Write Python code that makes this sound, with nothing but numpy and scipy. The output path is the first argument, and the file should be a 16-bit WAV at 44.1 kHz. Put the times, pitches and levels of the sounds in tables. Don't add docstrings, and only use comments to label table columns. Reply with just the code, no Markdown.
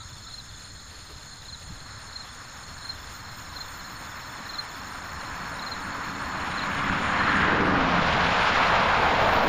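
import sys
import numpy as np
from scipy import signal
from scipy.fft import rfft, irfft, next_fast_len
from scipy.io import wavfile
from scipy.ndimage import map_coordinates

SR = 44100
rng = np.random.default_rng(int(sys.argv[2]) if len(sys.argv) > 2 else 0)


def to_wav(s):
    ch = np.atleast_2d(s).T
    pcm = np.round(np.clip(ch, -1, 1) * 32767)
    wavfile.write(sys.argv[1], SR, pcm.astype(np.int16))


N = 418068
T = np.arange(N) / SR
FFT_SIZE = next_fast_len(N, True)
FREQS = np.arange(FFT_SIZE // 2 + 1) * SR / FFT_SIZE

# (passing time [s], then levels [dB] of tread roar, road roar, tyre hiss, body rumble, spray, deep rumble)
CARS = [(7.69, -25, -30.5, -37.5, -30.5, -56, -35), (8.86, -26.5, -27, -32, -44.5, -38.5, -43.5),
        (9.68, -28, -28, -35, -33, -42, -33)]
# (frequency [Hz], relative density [dB])
TREAD_SPECTRUM = [(450, -40), (750, -9.5), (950, 0.5), (1300, 0.5), (1650, -1.5), (2000, -8.5), (2600, -18),
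                  (4000, -47)]
ROAD_SPECTRUM = [(230, -42), (370, -9), (510, -2), (720, 1.5), (850, 2.5), (1050, -5.5), (1500, -20)]
HISS_SPECTRUM = [(1300, -16.5), (2000, 5.5), (2500, 3.5), (3200, 0), (3900, -7.5), (4800, -19.5),
                 (6500, -26), (9000, -89)]
BODY_SPECTRUM = [(80, -13.5), (125, -2), (190, 3), (290, -1), (370, -9.5), (520, -11.5), (900, -62)]
SPRAY_SPECTRUM = [(2000, -18), (3300, 12.5), (4000, 13.5), (4800, 8.5), (6000, 0), (7200, -57), (8000, -79),
                  (12000, -16)]
DEEP_SPECTRUM = [(10, 0), (25, -3.5), (45, -4), (70, 0.5), (110, -1.5), (150, -6.5), (230, -24), (600, -60)]
# (lead of its peak [s], half-length [s], fall with distance [dB per decade])
TREAD_SPREAD = (0.15, 0.71, 29.8)
ROAD_SPREAD = (-0.26, 0.89, 38)
HISS_SPREAD = (0.6, 0.67, 35.9)
BODY_SPREAD = (0.016, 0.49, 25.5)
SPRAY_SPREAD = (0.39, 0.34, 19.7)
DEEP_SPREAD = (-.02, 0.49, 20.2)
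DOPPLER_SHIFT = .055
# (time [s], level [dB])
CARRY = [(0, 2), (.45, -8.5), (1.6, -6), (1.9, 0.5), (2.55, 1.5), (3.1, 0), (3.75, 1.5), (4.3, 2.5), (5, 1),
         (5.35, 2.6), (6.25, -1), (6.8, -0.3), (7.15, 0.7), (7.38, -1), (7.6, -1.2), (7.85, 0.3),
         (8.4, 0.6)]
# (time [s], level [dB])
HISS_LEVEL = [(0, -5), (3.2, 3), (5.2, -1), (6.15, -3.5), (6.6, 1), (7.05, -1), (7.4, 4), (7.65, -0.5),
              (8.2, 0), (8.52, 1), (9.48, 1.5)]
# (time [s], firing rate [Hz])
REVS = [(0, 87.8), (6.5, 87.8), (6.9, 91.3), (7.55, 95), (7.75, 92), (7.86, 89.5), (7.93, 92), (8.08, 90.5),
        (8.35, 91.5), (9.48, 90)]
# (multiple, level coming [dB], level going [dB], flare time [s], flare length [s], flare [dB])
ENGINE_ORDERS = [(1, -14, -11, 7.7, .2, 2), (2, -2.5, 0, 7.96, .13, 6.5), (3, -3, -13, 7.81, .085, 8.5),
                 (4, -12, -22, 7.61, .06, 8)]
ENGINE_DB, ENGINE_SPREAD = -32.5, (0, .5, 22)
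ENGINE_LAG_S, ENGINE_SINK_S, EXHAUST_LAG_S = .08, .09, .22
ENGINE_LOSS_DB_PER_S = 2.3
KNOCK_S = 6.8975
# (time [s], length [s], pitch [Hz], width [Hz], level [dB])
BUMPS = [(1.112, 0.015, 406, 120, -51), (1.714, 0.018, 129, 89, -39), (7.645, 0.2, 370, 160, -29.5),
         (9.1, .12, 350, 150, -37), (9.48, 0.11, 370, 150, -32)]
# (time [s], level [dB])
FIELD_LEVEL = [(0, -2), (7.35, -2), (7.65, -10.5), (8.0, -5.5), (8.35, -3), (9.48, -4.5)]
# (first flick [s], strokes, level [dB], extra level of the held notes [dB])
CHIRPS = [(0.275, 4, -34, -2.5), (1.422, 4, -36, -3.5), (2.097, 4, -36.5, 1), (2.789, 4, -40, 10),
          (3.502, 4, -36.5, 4.5), (4.431, 5, -34.5, 1.5), (5.56, 5, -33, -1.5), (6.514, 4, -33.5, -1),
          (7.13, 5, -39, 2)]
# (time of closing flick [s], held note length [s], held note level [dB], flick level [dB])
CHIRP_STROKES = [(0, .006, -14, -6.5), (.036, .012, -13, -4), (.08, .019, -4, -3), (.127, .024, -.5, -3),
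                 (.179, .026, 0, -3.5)]
NOTE_HZ, FLICK_S, FLICK_HZ, FLICK_DROOP = 4210, .009, 4010, .1
# (start [s], strokes, spacing [s], pitch [Hz], level over PHRASE_DB [dB])
PHRASES = [(.125, 5, .046, 4340, 2), (.48, 7, .053, 4330, 0), (.95, 8, .052, 4320, -.5),
           (1.62, 5, .055, 4330, -.5), (1.95, 7, .056, 4350, 0), (2.625, 7, .049, 4350, 1.5),
           (3.14, 5, .048, 4340, 1.5), (3.675, 6, .055, 4360, 2.5), (4.15, 5, .055, 4350, -.5),
           (4.68, 3, .055, 4340, 1.5), (5.04, 5, .052, 4320, 2), (5.4, 3, .055, 4350, 0),
           (5.76, 4, .052, 4380, .5), (6.03, 8, .053, 4340, 1.5)]
PHRASE_DB = -46.3
# (start [s], runs, run period [s], strokes per run, stroke rate [per s], mid pitch [Hz], level [dB])
TRILL = [(.03, 5, .094, 6, 75, 5280, -49.3), (.51, 1, 1.5, 72, 63, 5190, -51.6),
         (1.667, 3, .066, 4, 75, 5240, -51.5), (1.865, 1, .23, 17, 75, 5270, -50),
         (2.108, 2, .08, 5, 77, 5280, -50), (2.272, 5, .098, 6, 73, 5290, -49),
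         (2.765, 6, .109, 7, 73, 5290, -48.5), (3.417, 7, .096, 6, 75, 5310, -48),
         (4.088, 15, .1037, 7, 77, 5320, -47.8), (5.645, 9, .0995, 6, 72, 5320, -48.3),
         (6.535, 31, .0955, 6, 76, 5320, -49)]
# (share that sing lower, pitch [Hz])
FAR_PITCHES = [(0, 3600), (.17, 3700), (.2, 4150), (.55, 4350), (1, 4500)]
# (time [s], level [dB])
LISPS = [(.03, -65), (.35, -61), (.66, -58), (1.02, -60), (1.34, -59), (1.65, -58), (2.03, -57),
         (2.33, -59), (2.61, -59), (2.85, -56), (3.12, -57), (3.4, -60), (3.71, -55), (4.0, -56),
         (4.34, -60), (4.63, -60), (4.94, -56), (5.23, -59), (5.54, -57), (5.85, -57), (6.23, -61),
         (6.52, -57), (6.76, -58), (7.049, -58), (7.37, -60), (7.67, -55), (8.12, -63), (8.43, -57),
         (8.7, -62.5), (9.04, -68), (9.3, -58)]
# (pitch [Hz], width [Hz], level [dB], mean pulse rate [per s])
CHORUSES = [(3520, 220, -57, 56), (4210, 310, -54, 10), (6830, 436, -50.5, 74), (8810, 330, -63.5, 93)]
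# (time [s], level [dB])
HIGH_HISS = [(0.0, -68), (2.21, -69), (3.67, -55), (6.57, -63.5), (6.94, -66), (7.68, -105), (8.61, -63),
             (8.87, -69), (9.48, -49)]
# (time [s], length [s], mean pitch [Hz], level [dB])
FAR_CALLS = [(.01, 0.022, 1325, -44), (0.28, 0.034, 1320, -47)]
# (time [s], level [dB])
GUSTS = [(0, -47), (.45, -48), (1.2, -49), (1.35, -53.5), (1.7, -45.5), (2.15, -51), (3.1, -46.5),
         (4.2, -52), (4.8, -59), (5.3, -45), (6.3, -70)]
# (frequency [Hz], relative density [dB])
BACKGROUND_SPECTRUM = [(100, -23), (450, 6), (1800, 3.5), (3000, 2.5), (4800, -0.5), (5900, -5.5),
                       (7300, -12), (8000, -41), (10000, -7.5), (12000, -13), (15000, -26)]
TOP_HZ = 15300


def undb(db):
    return 10 ** (np.asarray(db) / 20)


def unit(x):
    return x / np.sqrt(np.mean(x ** 2) + 1e-18)


def curves(table):
    s, *columns = np.transpose(table)
    return [np.interp(T, s, column) for column in columns]


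def shaped(gain):
    spectrum = rfft(rng.standard_normal(FFT_SIZE)) * gain
    return unit(irfft(spectrum, FFT_SIZE)[:N])


def walk(rate):
    return shaped(np.exp(-(FREQS / rate) ** 2))


def noise(spectrum):
    hz, db = np.transpose(spectrum)
    return shaped(undb(np.interp(np.log(FREQS + 1), np.log(hz), db, right=-120)))


def turn(hz):
    return 2 * np.pi * np.cumsum(hz * np.ones(N)) / SR


def band(hz, width_hz):
    in_phase = walk(width_hz * 1.19) * np.cos(turn(hz))
    quadrature = walk(width_hz * 1.58) * np.sin(turn(hz))
    return unit(in_phase + quadrature)


def swell(s, length):
    return np.exp(-((T - s) / length) ** 2)


def add(out, s, sound):
    i = int(np.clip(s * SR, 0, N))
    out[i:i + len(sound)] += sound[:N - i]


def passing(s, spread):
    early, width, fall = spread
    distance = np.hypot(1, (T - s + early) / width)
    return undb(-fall * np.log10(distance))


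def pitch_shift(s, width):
    return 1 - DOPPLER_SHIFT * (T - s) / np.hypot(T - s, width)


def doppler(x, speed):
    return map_coordinates(x, [np.cumsum(speed)], order=3, mode="mirror")


def wheel_throb(depth_db=1.05, hz=11.1):
    return depth_db * np.sin(turn(hz * (1 + 0.036 * walk(2.4))))


def traffic(flutter_db=0.95, grit_db=1.0, sink_s=.3):
    carry, = curves(CARRY)
    hiss, = curves(HISS_LEVEL)
    grit = grit_db * walk(110)
    throb = wheel_throb()
    times, *columns = np.transpose(CARS)
    layers = [(TREAD_SPECTRUM, TREAD_SPREAD, carry),
              (ROAD_SPECTRUM, ROAD_SPREAD, carry / 2),
              (HISS_SPECTRUM, HISS_SPREAD, grit + carry + hiss),
              (BODY_SPECTRUM, BODY_SPREAD, throb),
              (SPRAY_SPECTRUM, SPRAY_SPREAD, grit),
              (DEEP_SPECTRUM, DEEP_SPREAD, throb)]
    out = np.zeros(N)
    for (spectrum, spread, waver_db), levels in zip(layers, columns):
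        cars = np.zeros(N)
        for s, db in zip(times, levels):
            moving = doppler(noise(spectrum), pitch_shift(s, sink_s))
            cars += moving * undb(db) * passing(s, spread)
        out += cars * undb(waver_db + flutter_db * walk(27))
    return out


def tyre_horn(hz=1620, width_hz=300, level_db=-27, early_s=0.32, length=.2):
    return band(hz, width_hz) * undb(level_db) * swell(CARS[0][0] - early_s, length)


def engine(waver_db=0.9):
    s = CARS[0][0]
    revs, = curves(REVS)
    shift = pitch_shift(s + ENGINE_LAG_S, ENGINE_SINK_S)
    phase = turn(revs * shift * (1 + .002 * walk(12)))
    behind = .5 + .5 * np.tanh((T - s - EXHAUST_LAG_S) / .05)
    drone = np.zeros(N)
    for multiple, coming, going, at, length, flare in ENGINE_ORDERS:
        level = coming + (going - coming) * behind + flare * swell(at, length)
        drone += np.sin(multiple * phase) * undb(level + waver_db * walk(22))
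    return drone * undb(ENGINE_DB - ENGINE_LOSS_DB_PER_S * abs(T - s)) * passing(s, ENGINE_SPREAD)


def knock(thud_hz=160, thud_width_hz=120, thud_db=-24.0, thud_s=0.027, attack_s=0.00072):
    crack_hz, crack_db, crack_s = 1450, -4.5, .0012
    age = np.maximum(T - KNOCK_S, 0)
    thud = band(thud_hz, thud_width_hz) * undb(thud_db) * np.exp(-age / thud_s)
    crack = np.sin(2 * np.pi * crack_hz * age) * undb(crack_db) * np.exp(-age / crack_s)
    return (thud + crack) * (1 - np.exp(-(age / attack_s) ** 2))


def bumps():
    return sum(band(hz, width) * undb(db) * swell(s, length) for s, length, hz, width, db in BUMPS)


def far_road(hz=1500, width_hz=480, level_db=-52.0, waver_db=1.0, rise_db=4, rise_s=1.4):
    rise = -rise_db * np.maximum(1 - T / rise_s, 0)
    return band(hz, width_hz) * undb(level_db + rise + waver_db * walk(1.4))


def stroke(length, hz, droop):
    u = np.linspace(0, 1, int(length * SR))
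    phase = 2 * np.pi * np.cumsum(hz * (1 - droop * u ** 2)) / SR
    return np.sqrt(2) * np.sin(np.pi * u) * np.sin(phase)


def near_cricket(note_droop=0.024, scatter_db=2.6):
    out = np.zeros(N)
    chances = scatter_db * rng.standard_normal((len(CHIRPS), len(CHIRP_STROKES), 2))
    for (s, strokes, db, note_db), chance in zip(CHIRPS, chances):
        for (late, held, held_db, flick_db), (a, b) in zip(CHIRP_STROKES[:int(strokes)], chance):
            flick_start = s + late - FLICK_S / 2
            note = stroke(held, NOTE_HZ, note_droop)
            flick = stroke(FLICK_S, FLICK_HZ, FLICK_DROOP)
            add(out, flick_start - held, undb(db + note_db + held_db + a) * note)
            add(out, flick_start, undb(db + flick_db + b) * flick)
    return out


def neighbour_cricket(length=0.0302, droop=0.057, scatter_db=0.5, count=9):
    out = np.zeros(N)
    chances = rng.standard_normal((len(PHRASES), count, 2))
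    for (s, strokes, spacing, hz, db), chance in zip(PHRASES, chances):
        for k, (size, detune) in enumerate(chance[:int(strokes)]):
            note = stroke(length, hz * (1 + 0.006 * detune), droop)
            add(out, s + k * spacing, undb(db + PHRASE_DB + scatter_db * size) * note)
    return out


def ground_cricket(trim_db=0.5, scatter_db=1.1):
    length, sweep_hz, jitter_s, jitter_hz = .0135, 860, .0008, 35
    u = np.linspace(0, 1, int(length * SR))
    envelope = np.sqrt(2) * np.sin(np.pi * u) ** 2
    out = np.zeros(N)
    for start, runs, period, strokes, rate, hz, db in TRILL:
        run_starts = start + period * np.arange(int(runs))[:, None]
        times = (run_starts + np.arange(int(strokes)) / rate).ravel()
        for s, (size, late, detune) in zip(times, rng.standard_normal((len(times), 3))):
            pitch = hz + jitter_hz * detune + sweep_hz * (.5 - u)
            tone = np.sin(2 * np.pi * np.cumsum(pitch) / SR)
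            add(out, s + jitter_s * late, undb(db + trim_db + scatter_db * size) * envelope * tone)
    return out


def far_crickets(level_db=-51.5, length=0.0256, droop=0.122, scatter_db=2, spacing=0.038, count=110, size=3):
    out = np.zeros(N)
    starts = np.linspace(-.1, T[-1], count)
    for s, (late, share, *sizes) in zip(starts, rng.random((count, 2 + size))):
        note = stroke(length, np.interp(share, *np.transpose(FAR_PITCHES)), droop)
        for k, strength in enumerate(sizes):
            level = level_db + scatter_db * (2 * strength - 0.5)
            add(out, s + .1 * late + k * spacing, undb(level) * note)
    return out


def grassy(sound, scatter_db=-11, decay_s=0.016):
    age = T[:SR // 10]
    tail = rng.standard_normal(len(age)) * np.exp(-age / decay_s)
    blur = signal.fftconvolve(sound, tail / np.linalg.norm(tail))[:N]
    return sound + undb(scatter_db) * blur


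def katydid(hz=8870, wander_hz=130, tick_hz=86, length=0.038, tick_depth=0.76,
            second_hz=8650, second_width_hz=220, second_db=-70, second_rate=6):
    lisps = sum(undb(db) * swell(s, length) for s, db in LISPS)
    ticks = 1 + tick_depth * np.sin(turn(tick_hz * (1 + 0.02 * walk(6.1))))
    tone = np.sqrt(2) * np.sin(turn(hz + wander_hz * walk(251)))
    pulses = 1 + np.sin(turn(second_rate * (1 + 0.196 * walk(2.0))))
    second = band(second_hz, second_width_hz) * undb(second_db) * pulses
    return tone * lisps * ticks + second


def choruses(throb=0.16, shimmer_db=1):
    out = np.zeros(N)
    for hz, width, db, rate in CHORUSES:
        pulses = 1 + throb * np.sin(turn(rate * (1 + 0.069 * walk(10.8))))
        out += band(hz, width) * undb(db + shimmer_db * walk(13)) * pulses
    return out


def far_calls(waver=0.017):
    out = np.zeros(N)
    for s, length, hz, db in FAR_CALLS:
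        tone = np.sin(turn(hz * (1 + waver * walk(67))))
        out += tone * undb(db) * swell(s, length)
    return out


def breeze(buffet_db=1.3):
    gust, = curves(GUSTS)
    return noise(DEEP_SPECTRUM) * undb(gust + buffet_db * walk(11))


def high_hiss(hz=14600, width_hz=1500, trim_db=-1, flicker_db=3):
    level, = curves(HIGH_HISS)
    return band(hz, width_hz) * undb(level + trim_db + flicker_db * walk(30))


def background_hiss(level_db=-52.0, flicker_db=2.4):
    return undb(level_db + flicker_db * walk(25)) * noise(BACKGROUND_SPECTRUM)


def scene():
    road = traffic() + tyre_horn() + engine() + knock() + bumps() + far_road()
    crickets = grassy(near_cricket() + neighbour_cricket() + ground_cricket() + far_crickets())
    field = crickets + katydid() + choruses() + far_calls() + high_hiss() + background_hiss()
    field_db, = curves(FIELD_LEVEL)
    return (road + undb(field_db) * field + breeze())[None]


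def record(dry):
    low_pass = signal.ellip(12, .1, 90, TOP_HZ, fs=SR, output="sos")
    return signal.sosfilt(low_pass, dry)


dry = scene()
out = record(dry)
to_wav(out)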